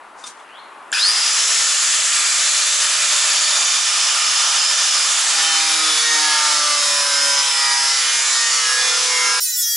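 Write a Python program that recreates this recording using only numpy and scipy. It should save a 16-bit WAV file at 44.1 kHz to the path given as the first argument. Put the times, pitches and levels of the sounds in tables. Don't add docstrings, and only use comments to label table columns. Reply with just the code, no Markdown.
import sys
import numpy as np
from scipy import signal
from scipy.fft import rfft, irfft, next_fast_len
from scipy.io import wavfile
from scipy.ndimage import uniform_filter1d, map_coordinates

SR = 44100
rng = np.random.default_rng(int(sys.argv[2]) if len(sys.argv) > 2 else 0)


def master(y):
    cut = np.clip(np.atleast_2d(y).T, -1, 1)
    pcm = np.round(cut * 32767)
    wavfile.write(sys.argv[1], SR, pcm.astype(np.int16))


def boost(x):
    u = np.asarray(x, float) / 20
    return 10 ** u


N = 430416
TIME = np.arange(N) / SR
SPLICE = 9.402
GEAR = 37 / 10


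def unit(x):
    return x / np.sqrt(np.mean(abs(x) ** 2) + 1e-20)


def along(points, hz):
    f, v = np.transpose(points)
    return np.interp(np.log(hz + 1), np.log(f + 1), v)


def curves(rows, t=TIME):
    s, *cols = np.transpose(rows)
    return [np.interp(t, s, c) for c in cols]


def between(t0, t1, fade):
    return np.clip((TIME - t0) / fade, 0, 1) * np.clip((t1 - TIME) / fade, 0, 1)


def wobble(rate, t=TIME):
    knots = rng.standard_normal(int(N * 40 / SR))
    return map_coordinates(knots, [t * np.clip(rate, 0, 39)])


def filtered(x, response):
    m = next_fast_len(N + SR // 2)
    return irfft(rfft(x, m) * response(np.fft.rfftfreq(m, 1 / SR)), m)[..., :N]


def humps(modes, hz):
    return np.sqrt(sum(boost(2 * db) / (1 + (2 * (hz - c) / w) ** 2) ** 2 for c, w, db in modes))


def rush(gain, patchy_db, beat=1, size=12):
    z = signal.stft(rng.standard_normal(N) * beat, nperseg=512)[2]
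    across = uniform_filter1d(rng.standard_normal(z.shape), 6, 0)
    patches = unit(uniform_filter1d(across, size, 1))
    noise = signal.istft(z * boost(patchy_db * patches), nperseg=512)[1][:N]
    return unit(filtered(noise, gain))


def fuzzy(turns, rough, rate):
    knots = rng.standard_normal((2, N // 16))
    across, ahead = (map_coordinates(k, [TIME * rate]) for k in knots)
    scatter = unit(across + 1j * ahead)
    rough = np.clip(rough, 0, 1)
    mixed = np.sqrt(1 - rough) + np.sqrt(rough) * scatter
    return np.sqrt(2) * (mixed * np.exp(2j * np.pi * turns)).real


# (frequency [Hz], level [dB per Hz])
STREET_SPECTRUM = [(41, -54), (70, -24), (102, -27), (210, -15), (389, -9), (501, -10.5), (733, -4.5),
                   (850, -2), (965, -0.5), (1190, -1.5), (5590, -29.5), (11000, -28.5), (14300, -66),
                   (22000, -120)]
# (time [s], level [dB])
STREET_LEVEL = [(0.0, -42), (0.618, -41), (0.91, -41)]


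def street():
    motor_off = 1 - 1.1 * between(.92, 8.8, 0.062)
    traffic = rush(lambda f: boost(along(STREET_SPECTRUM, f)), patchy_db=1)
    return motor_off * boost(curves(STREET_LEVEL)[0] + wobble(1.5)) * traffic


# (time [s], pitch [Hz], level [dB])
BIRD_CALL = [
    (0.475, 2260, -58),
    (0.502, 2780, -55),
    (0.568, 3480, -52),
    (0.603, 4440, -52),
    (0.62, 4400, -61),
]


def bird():
    hz, db = curves(BIRD_CALL)
    call = boost(db + 6) * np.sin(2 * np.pi * np.cumsum(hz) / SR) * between(.475, 0.606, 0.01)
    t = np.arange(SR // 2) / SR
    echo = unit(rng.standard_normal(len(t)) * boost(-60 * t / .5)) / np.sqrt(len(t))
    return call + boost(3) * signal.fftconvolve(call, echo)[:N]


# (time [s], level [dB])
HAND_SLIDE = [
    (0.15, -68),
    (0.192, -48),
    (0.228, -49),
    (0.256, -43),
    (0.271, -30),
    (0.29, -38),
    (0.342, -56),
    (0.45, -54),
]
# (time [s], peak level [dB], ring [Hz], decay to -60 dB [s])
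HAND_CLICKS = [
    (0.1925, -41, 7060, 0.033),
    (0.2394, -23, 3610, 0.08),
    (0.24, -28, 4950, 0.05),
    (0.2405, -30, 1250, 0.04),
    (0.2735, -23, 5700, 0.03),
    (0.3995, -37, 3430, 0.03),
    (0.918, -14, 7340, 0.02),
    (0.928, -27, 4870, 0.032),
]


def hand():
    rub = rush(lambda f: humps([(6300, 7000, 0)], f), patchy_db=1.2)
    out = boost(curves(HAND_SLIDE)[0] + 2 * wobble(38)) * rub * between(.15, .45, .02)
    t = np.arange(SR // 10) / SR
    for s, db, hz, t60 in HAND_CLICKS:
        click = 0.6 * np.sin(2 * np.pi * hz * t) + 0.3 * rng.standard_normal(len(t))
        out[round(s * SR):][:len(t)] += boost(db - 60 * t / t60) * click
    return out


def rim_tones(rows, gain, wear, wear_hz, count, sings, slack_db):
    t = TIME[round(rows[0][0] * SR) - 1000:round(rows[-1][0] * SR) + 1000]
    knots = t[::128]
    turn = np.exp(2j * np.pi * np.cumsum(curves(rows, t)[0]) / SR)
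    knot_hz = curves(rows, knots)[0]
    wave, part = np.ones_like(turn), np.zeros(len(t))
    for k in range(1, count):
        wave = wave * turn
        share = np.clip((wear * k) ** 2, 0, .9)
        change = wobble(wear_hz, knots) + 1j * wobble(wear_hz, knots)
        drift = np.sqrt(1 - share) + np.sqrt(share / 2) * change
        songs = [boost(db) * np.exp(-(2 * (knots - s) / length) ** 4)
                 for s, length, db, lobe in sings if round(lobe) == k]
        slack = boost(slack_db * (.5 + .5 * bool(songs)))
        size = gain(k * knot_hz) * drift * slack
        size = size + sum(songs) * boost(2.1 * wobble(wear_hz, knots))
        size = size * np.exp(2j * np.pi * rng.random())
        part += (np.interp(t, knots, size) * wave).real
    out = np.zeros(N)
    out[round(t[0] * SR):][:len(t)] = part * np.sqrt(2)
    return out


# (time [s], disc turns [Hz], level [dB])
FAST_DISC = [(9.41, 505.6, 0.5), (9.456, 511, 2), (9.484, 498, 1.5), (9.51, 508, 2.5), (9.528, 494.6, 0.5),
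             (9.592, 490, 1.5), (9.646, 474.6, -0.5), (9.746, 469.8, 1.5), (9.76, 474, 2)]
# (frequency [Hz], width [Hz], level [dB])
FAST_PEAKS = [(1430, 99, -49), (1840, 210, -37.5), (2450, 150, -55), (6560, 2400, -32), (12500, 7400, -34),
              (1212, 56, -36), (1452, 44, -44), (1700, 66, -36), (2196, 23, -36), (2676, 85, -54),
               (3004, 87, -54), (3276, 97, -31), (4036, 112, -34), (4652, 125, -31), (4924, 94, -31),
               (5356, 139, -23), (5716, 146, -25), (5956, 102, -29), (6220, 144, -26), (6692, 165, -31),
               (7404, 180, -28), (8260, 167, -32), (8628, 120, -37), (9036, 165, -32), (9332, 107, -34),
               (9636, 224, -29), (10420, 160, -29), (11052, 213, -36), (11868, 269, -35), (12252, 133, -39),
               (12636, 130, -40), (13444, 136, -39), (14380, 240, -38), (14860, 272, -35),
               (15580, 155, -38)]
# (frequency [Hz], level [dB per Hz])
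FAST_AIR = [(60, -38), (1100, -31), (1500, -20), (2150, -32), (2700, -19), (3600, -10), (5500, 0),
            (8600, -10), (14300, -6), (15700, -21)]
# (middle [s], length [s], level [dB], strikes a turn)
FAST_SINGS = [(9.426, 0.032, -28, 11), (9.428, 0.036, -30, 29), (9.432, 0.036, -36.3, 25),
              (9.44, 0.06, -33.5, 17), (9.442, 0.064, -29, 19), (9.444, 0.025, -36, 9),
              (9.488, 0.076, -38, 13), (9.49, 0.035, -33, 18), (9.5, 0.036, -35, 19),
              (9.502, 0.032, -36, 14), (9.534, 0.032, -31, 12), (9.536, 0.028, -33, 30),
              (9.536, 0.028, -33, 8), (9.54, 0.036, -36.3, 26), (9.544, 0.044, -34, 29),
              (9.546, 0.048, -40, 11), (9.55, 0.04, -34.7, 21), (9.55, 0.044, -28, 15),
              (9.576, 0.036, -30, 20), (9.576, 0.036, -33, 30), (9.59, 0.056, -37, 16),
              (9.592, 0.036, -37, 7), (9.604, 0.116, -36, 14), (9.618, 0.043, -32.9, 17),
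              (9.618, 0.056, -38.6, 24), (9.618, 0.064, -28, 11), (9.62, 0.044, -35, 15),
              (9.622, 0.033, -35, 20), (9.632, 0.028, -34, 31), (9.634, 0.032, -36, 23),
              (9.638, 0.048, -36, 8), (9.648, 0.055, -27.7, 13), (9.676, 0.092, -29, 12),
              (9.68, 0.06, -33.0, 25), (9.684, 0.084, -37, 19), (9.688, 0.15, -36, 7),
              (9.69, 0.088, -33, 22), (9.698, 0.048, -38, 14), (9.7, 0.052, -40, 16),
              (9.706, 0.11, -32, 11), (9.71, 0.081, -32.3, 21), (9.714, 0.056, -37, 13),
              (9.722, 0.064, -34, 10), (9.722, 0.065, -33, 17), (9.738, 0.032, -36.0, 26)]
# (middle [s], length [s], level [dB], strikes a turn)
MORE_SINGS = [(5.7, 0.13, -33, 20), (6.11, 0.15, -28.5, 12), (6.3, 0.13, -28, 11), (6.948, 0.23, -27.5, 37),
              (7.098, 0.86, -28.5, 36), (9.3, 0.31, -51.5, 3), (5.7, 0.27, -36, 15), (7.6, 0.38, -38, 17),
              (8.65, 0.22, -37, 16), (7.7, 0.33, -33, 14), (4.5, .4, -35, 18), (9.33, .15, -33, 13),
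              (8.66, 0.085, -29, 23), (8.15, 0.32, -38, 18), (8.05, 0.22, -35, 23), (7.8, 0.28, -42, 12),
              (9.3, 0.19, -35, 11), (8.6, 0.19, -35, 10), (9.47, 0.04, -46, 5), (9.465, 0.03, -33, 8),
              (5.74, 0.12, -30, 33), (6.08, 0.25, -32, 33), (6.2, 0.45, -35, 29), (8.95, 0.08, -33, 11),
              (9.42, 0.041, -31, 10)]


def fast_cut():
    hz, db = curves(FAST_DISC)

    def gain(f):
        bass_cut = 1 / (1 + (1250 / f) ** 12)
        return bass_cut * humps(FAST_PEAKS, f)

    sings = FAST_SINGS + [c for c in MORE_SINGS if c[0] > SPLICE]
    rim = rim_tones(FAST_DISC, gain, wear=.08, wear_hz=25, count=34, sings=sings, slack_db=-4)
    motor = fuzzy(GEAR * np.cumsum(hz) / SR, rough=0.35, rate=40)
    air = rush(lambda f: boost(along(FAST_AIR, f)), patchy_db=0.5)
    return boost(db) * (boost(-.4) * rim + boost(-47) * motor + boost(-30) * air)


# (gap [Hz], time constant [s])
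RUN_UP = [(54, .075), (72, .43)]
# (time [s], disc turns [Hz])
CUT = [(5.2, 162.6), (5.46, 161.9), (6.03, 155.9), (6.26, 153), (6.66, 148.4), (6.87, 144.7), (7.16, 142),
       (7.33, 141.3), (7.64, 137.5), (7.93, 135.7), (8.02, 134.3), (8.48, 131.5), (8.7, 128.1),
       (8.82, 128.1), (9.04, 126.5), (9.17, 125), (9.26, 125), (9.4, 125.8)]
FREE_HZ = 162.6


def disc_speed(run):
    cut_hz, = curves(CUT)
    free_hz = FREE_HZ - sum(gap_hz * np.exp(-run / lag) for gap_hz, lag in RUN_UP)
    return np.where(TIME < CUT[0][0], free_hz, cut_hz)


# (frequency [Hz], level [dB], decay to -60 dB [s])
KICK = [(1620, -21, 0.45), (2570, -28, 0.4), (3210, -19, 0.044), (5300, -36, .15), (6700, -23, .04)]


def start_jolt(run):
    jolt = sum(boost(db - 60 * run / t60) * fuzzy(hz * run, rough=.95, rate=450) for hz, db, t60 in KICK)
    guard = boost(-27 + 1.8 * wobble(20)) * fuzzy(4950 * run, rough=0.91, rate=300)
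    return jolt + guard * between(.93, 1.345, .015)


def idle_hum(turns):
    disc = boost(-46.5 + 1.97 * wobble(2.3)) * np.sin(2 * np.pi * 3 * turns)
    rotor = boost(-45.5 + 2.1 * wobble(3.97)) * np.sin(2 * np.pi * GEAR * turns)
    rotor_on = .5 * between(0.99, 1.4, .05) + between(2.3, 3.75, 0.12)
    return disc * between(1.36, 1.74, .1) + rotor * rotor_on


def fan_hiss(fan_db, slowed, loaded):
    fan_hz = 7210 - 14 * np.minimum(slowed, 30) + 100 * wobble(2.5)
    hiss = fuzzy(np.cumsum(fan_hz) / SR, rough=0.89, rate=2600)
    return boost(fan_db - 8 + 1.4 * loaded * wobble(5)) * hiss


# (start [s], end [s], from [Hz], to [Hz], level [dB])
GLINTS = [(1.3, 1.75, 5300, 5500, -27), (1.8, 2.1, 8300, 6800, -33), (1.95, 2.3, 7500, 7800, -32),
          (2.3, 2.95, 6900, 6200, -28), (2.6, 3.4, 7800, 7500, -31.5), (2.95, 3.9, 6700, 6800, -27.5),
          (1.8, 2.6, 4300, 4400, -41), (2.4, 2.7, 4000, 4500, -31), (3.25, 3.95, 4600, 4850, -30),
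          (3.85, 5.15, 5170, 5120, -25.5), (3.5, 5.3, 6300, 6800, -31), (3.4, 5.2, 5900, 5850, -32),
          (3.8, 5.3, 2900, 2950, -32.5), (3.3, 5.3, 3500, 3500, -35), (0.89, 1.345, 5030, 4960, -23),
          (0.9, 1.01, 2300, 2700, -26)]


def glints():
    out = np.zeros(N)
    for t0, t1, hz0, hz1, db in GLINTS:
        hz = np.interp(TIME, [t0, t1], [hz0, hz1])
        band = fuzzy(np.cumsum(hz) / SR, rough=.999, rate=420)
        out += boost(db + 1.7 * wobble(6)) * between(t0, t1, 0.21 * min(t1 - t0, .6)) * band
    return out


# (frequency [Hz], level [dB per Hz])
RAISED_AIR = [(35, -71), (60, -41), (253, -43), (308, -22), (409, -26), (592, -15), (821, -27), (1300, -7),
              (1610, -4), (1800, -3), (4030, -0.5), (5500, 1), (7110, -5.5), (8000, -7.5), (8900, -6.5),
              (11000, -3), (14300, -47), (22000, -120)]
LOWERED_AIR = [(35, -74), (60, -22), (199, -51), (322, -24), (375, -29.5), (579, -14.5), (1070, -6.5),
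               (1220, -19.5), (1550, -9.5), (2970, -6), (4350, -5), (5130, -1), (5500, -3), (7700, -4.5),
               (8300, -9.5), (11000, -10), (14300, -40), (22000, -120)]
# (frequency [Hz], width [Hz], level [dB])
GUARD = [(5130, 400, 0)]
HOUSING = [(1210, 130, 0), (1370, 280, -1)]
CASING = [(1650, 38, -0.5), (1787, 54, 5), (2360, 12, -19), (3057, 52, 6), (3475, 39, 7), (4690, 110, 2)]


def air_roar(run, turns, slowed, loaded, facing):
    level_db = -18.5 - 0.14 * slowed * loaded - 4 * np.exp(-run / 0.18) + 0.35 * wobble(2.5)
    torque = np.where(TIME < CUT[0][0], 0.67 * np.exp(-run / 0.68), np.tanh(slowed / 13))
    guard_db = -24 + 15.5 * torque + 3.5 * facing + wobble(2.53)
    housing_db = -16 + 5.5 * facing + 0.53 * wobble(2.39)
    disc_db = 0.31 * np.cos(2 * np.pi * turns)
    rotor_db = 2 * np.cos(2 * np.pi * GEAR * turns)
    beat = boost(disc_db + rotor_db + 0.72 * wobble(35))
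    air = np.sqrt(1 - facing) * rush(lambda f: boost(along(RAISED_AIR, f)), 1.5, beat, size=40)
    air += np.sqrt(facing) * rush(lambda f: boost(along(LOWERED_AIR, f)), 1, beat, size=24)
    air += boost(guard_db) * rush(lambda f: humps(GUARD, f), 1.5, beat)
    air += boost(housing_db) * rush(lambda f: humps(HOUSING, f), 1, beat)
    air += boost(-12.0) * rush(lambda f: humps(CASING, f), 1.5, beat, size=30)
    return boost(level_db) * air


# (multiple of motor turns, level [dB])
ARMATURE = [(2, -16), (4, -5.5), (6, -1.5), (18, -18)]
# (frequency [Hz], width [Hz], level [dB])
SLOT_CASING = [(4300, 1330, -18), (5250, 320, -33), (6960, 880, -30.5), (6000, 6100, -50)]


def motor_whine(turns, disc_hz, loaded):
    casing = humps(SLOT_CASING, 12 * GEAR * disc_hz) * boost(-2 * loaded)
    hunting = .6 - .5 * between(1.25, 11, .3)
    whine = sum(boost(db + 2.35 * wobble(6)) * fuzzy(k * GEAR * turns, rough=0.44, rate=60)
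                for k, db in ARMATURE) * between(1.44, 9.9, 1.34)
    whine += boost(1.7 * wobble(6)) * fuzzy(12 * GEAR * turns, rough=hunting, rate=380)
    whine += boost(-5) * fuzzy(25 * GEAR * turns, rough=.99, rate=900) * between(1.05, 1.13, .02)
    return casing * whine


# (frequency [Hz], width [Hz], level [dB])
MESH_GUARD = [(6060, 150, -35), (5560, 250, -32), (5250, 220, -27), (4794, 203, -30)]
# (frequency [Hz], width [Hz], level [dB])
WARP_PANEL = [(311, 22, -42.5), (290, 19, -48), (262, 30, -66)]
# (frequency [Hz], width [Hz], level [dB])
ROTOR_PANEL = [(537, 49, -46.5), (496, 20, -50), (468, 30, -44)]


def shaft_tones(turns, disc_hz):
    mesh = humps(MESH_GUARD, 10 * GEAR * disc_hz) * fuzzy(10 * GEAR * turns, rough=0.5, rate=25)
    warp = humps(WARP_PANEL, 2 * disc_hz) * fuzzy(2 * turns, rough=0.15, rate=5.8)
    rotor = humps(ROTOR_PANEL, GEAR * disc_hz) * fuzzy(GEAR * turns, rough=0.08, rate=7.4)
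    return mesh + warp * between(4.95, 10, .5) + rotor


# (frequency [Hz], width [Hz], level [dB])
PANEL_AND_GUARD = [(352, 19, -49), (415, 20, -53), (466, 15, -42), (499, 21, -40), (574, 23, -35), (655, 25, -47),
                   (715, 11, -51), (766, 21, -45), (826, 28, -39), (910, 20, -32), (961, 11, -35), (1003, 32, -31),
                   (1078, 15, -42), (1126, 10, -38), (1177, 35, -30), (1264, 11, -34), (1351, 25, -31),
                   (1420, 25, -35), (1558, 35, -33), (1672, 38, -28), (1726, 17, -33), (1858, 49, -32),
                   (1969, 22, -36), (2068, 53, -34), (2128, 53, -34), (2251, 23, -35), (2446, 60, -34),
                   (2524, 28, -39), (2593, 38, -40),
                   (2735, 60, -40), (2910, 21, -37), (2960, 63, -35), (3075, 59, -35), (3190, 39, -35),
          (3465, 62, -35), (3795, 55, -35), (3870, 75, -35), (4225, 53, -38), (4420, 66, -35),
          (4635, 63, -35), (4810, 45, -32), (5185, 115, -29), (5505, 63, -34), (5710, 63, -36),
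          (6085, 78, -34), (6345, 40, -35), (6545, 52, -38), (7220, 106, -37), (7815, 56, -40),
          (8035, 71, -42), (8535, 105, -44), (10390, 219, -43), (10915, 81, -45)]
# (frequency [Hz], level [dB])
RIM_FLOOR = [(120, -79), (170, -63), (255, -71), (340, -60), (800, -45.5), (1300, -34.5), (3000, -37.5),
             (5500, -32), (7000, -36), (9000, -42), (11000, -39.5)]


def panel_gain(hz):
    return np.hypot(humps(PANEL_AND_GUARD, hz), boost(along(RIM_FLOOR, hz)))


# (middle [s], length [s], level [dB], strikes a turn)
SINGS = [(5.47, 0.22, -34, 11), (5.52, 0.2, -31, 19), (5.54, 0.45, -38.1, 5), (5.56, 0.37, -32, 23),
         (5.57, 0.14, -35, 32), (5.62, 0.16, -30.3, 31), (5.85, 0.17, -33, 8), (5.91, 0.59, -31.9, 24),
         (5.95, 0.21, -32, 22), (5.99, 0.4, -47, 3), (6.25, 0.2, -34, 35), (6.22, 0.26, -45, 5),
         (6.36, 0.45, -34, 6), (6.39, 0.29, -34, 8), (6.44, 0.26, -50, 4), (6.46, 0.2, -29, 34),
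         (6.48, 0.34, -34, 9), (6.67, 0.22, -30, 8), (6.91, 0.74, -40.5, 4), (6.99, 0.36, -40, 7),
         (7.24, 0.44, -38.5, 11), (7.32, 0.16, -45, 4), (7.4, 0.57, -27, 37), (7.42, 0.34, -37, 7),
         (7.65, 0.76, -46, 6), (7.67, 0.14, -38, 9), (7.77, 0.32, -35.5, 7), (7.81, 0.47, -31.0, 35),
         (7.88, 0.15, -32.5, 15), (7.95, 0.14, -29, 42), (8.11, 0.12, -28, 46), (8.11, 0.26, -46, 7),
         (8.25, 0.65, -29.8, 54), (8.42, 0.17, -31.5, 14), (8.73, 0.38, -33, 43), (8.75, 0.18, -30.5, 13),
         (8.75, 0.38, -37, 14), (8.83, 0.2, -36, 19), (8.84, 0.36, -36, 42), (8.9, 0.2, -29.2, 40),
         (9.05, 0.8, -46, 4), (9.2, 0.22, -33, 17), (9.2, 0.4, -43, 8), (9.21, 0.3, -47, 58),
         (9.22, 0.41, -35, 18), (9.25, 0.26, -35, 44)]


def disc_in_plastic(slowed):
    sings = SINGS + [c for c in MORE_SINGS if c[0] < SPLICE]
    rim = rim_tones(CUT, panel_gain, wear=.045, wear_hz=7, count=90, sings=sings, slack_db=-5.5)
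    return boost(0.026 * slowed) * rim


# (time [s], facing the panel [0-1], vents toward the microphones [dB])
HOLD = [(.93, 0.63, -36), (1.3, 0.4, -14.5), (1.8, 0.33, -13), (2.6, 0.26, -14.5), (3.1, 0.42, -17),
        (3.6, 0.7, -20), (4.5, 0.82, -25), (5.3, 0.65, -15.5), (5.6, 0.6, -34), (6.5, 0.85, -30),
        (7.7, 0.64, -37), (8.2, 0.54, -18.5), (9.4, 0.84, -26)]


def grinder():
    run = np.maximum(TIME - .926, 0)
    disc_hz = disc_speed(run)
    turns = np.cumsum(disc_hz) / SR
    slowed = FREE_HZ - disc_hz
    loaded = between(5.12, 10, .25)
    facing, fan_db = curves(HOLD)
    facing = np.clip(facing, 0, 1)
    tool = start_jolt(run) + idle_hum(turns) + fan_hiss(fan_db, slowed, loaded) + glints()
    tool += air_roar(run, turns, slowed, loaded, facing) + motor_whine(turns, disc_hz, loaded)
    tool += (disc_in_plastic(slowed) + shaft_tones(turns, disc_hz)) * loaded
    return tool * between(.9255, 10, 0.0022)


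# (frequency [Hz], level [dB])
WALLS = [(60, -19), (110, -22), (200, -47), (380, -18), (700, -12.5), (1290, -11), (2380, -9), (4400, -12),
         (8120, -9), (15000, -12)]
# (frequency [Hz], left minus right [dB])
LEAN = [(300, 0), (1500, .9), (3000, .6), (5000, -.5), (9000, -.1), (12000, .3)]
# (time [s], left minus right [dB])
PAN = [
    (0.0, 2),
    (1.82, 0),
    (3.64, -1.0),
    (9.19, -1.0),
    (9.76, 0.0),
]


def carport(x):
    t = np.arange(SR // 3) / SR
    tails = rng.standard_normal((2, len(t))) * boost(-60 * t / 0.29) * (t > .004)
    tails = tails / np.linalg.norm(tails[0])
    sway = 1.86 * wobble(0.798)
    wet = signal.fftconvolve(x * np.array([np.cos(sway), np.sin(sway)]), tails, axes=1)
    side = filtered(wet.sum(0)[:N], lambda f: boost(along(WALLS, f) - 0.5))
    half = np.array([[.5], [-.5]])
    pair = filtered(np.array([x + side, x - side]), lambda f: boost(along(LEAN, f) * half))
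    return pair * boost(curves(PAN)[0] * half)


def microphone(x):
    limited = x / (1 + abs(x / 0.6) ** 4) ** (1 / 4)
    heard = filtered(limited, lambda f: (f < SR / 4) * (f / 220) ** 2 / np.hypot(1, (f / 220) ** 2))
    murmur = rush(lambda f: f < 220, patchy_db=3.5)
    return heard + boost(-76.5 + 5.9 * between(.92, 10, .05)) * murmur


def scene():
    normal = microphone(carport(street() + bird() + hand() + grinder()))
    fast = carport(fast_cut() * between(9.38, 11, .01))
    fast = filtered(fast, lambda f: f < 15850)
    return normal * between(-1, SPLICE, 0.0055) + fast * between(SPLICE, 11, 0.0024)


def top_cut(x):
    return signal.sosfilt(signal.butter(12, 17070, fs=SR, output="sos"), x)


def record(dry):
    return top_cut(dry)


dry = scene()
out = record(dry)
master(out)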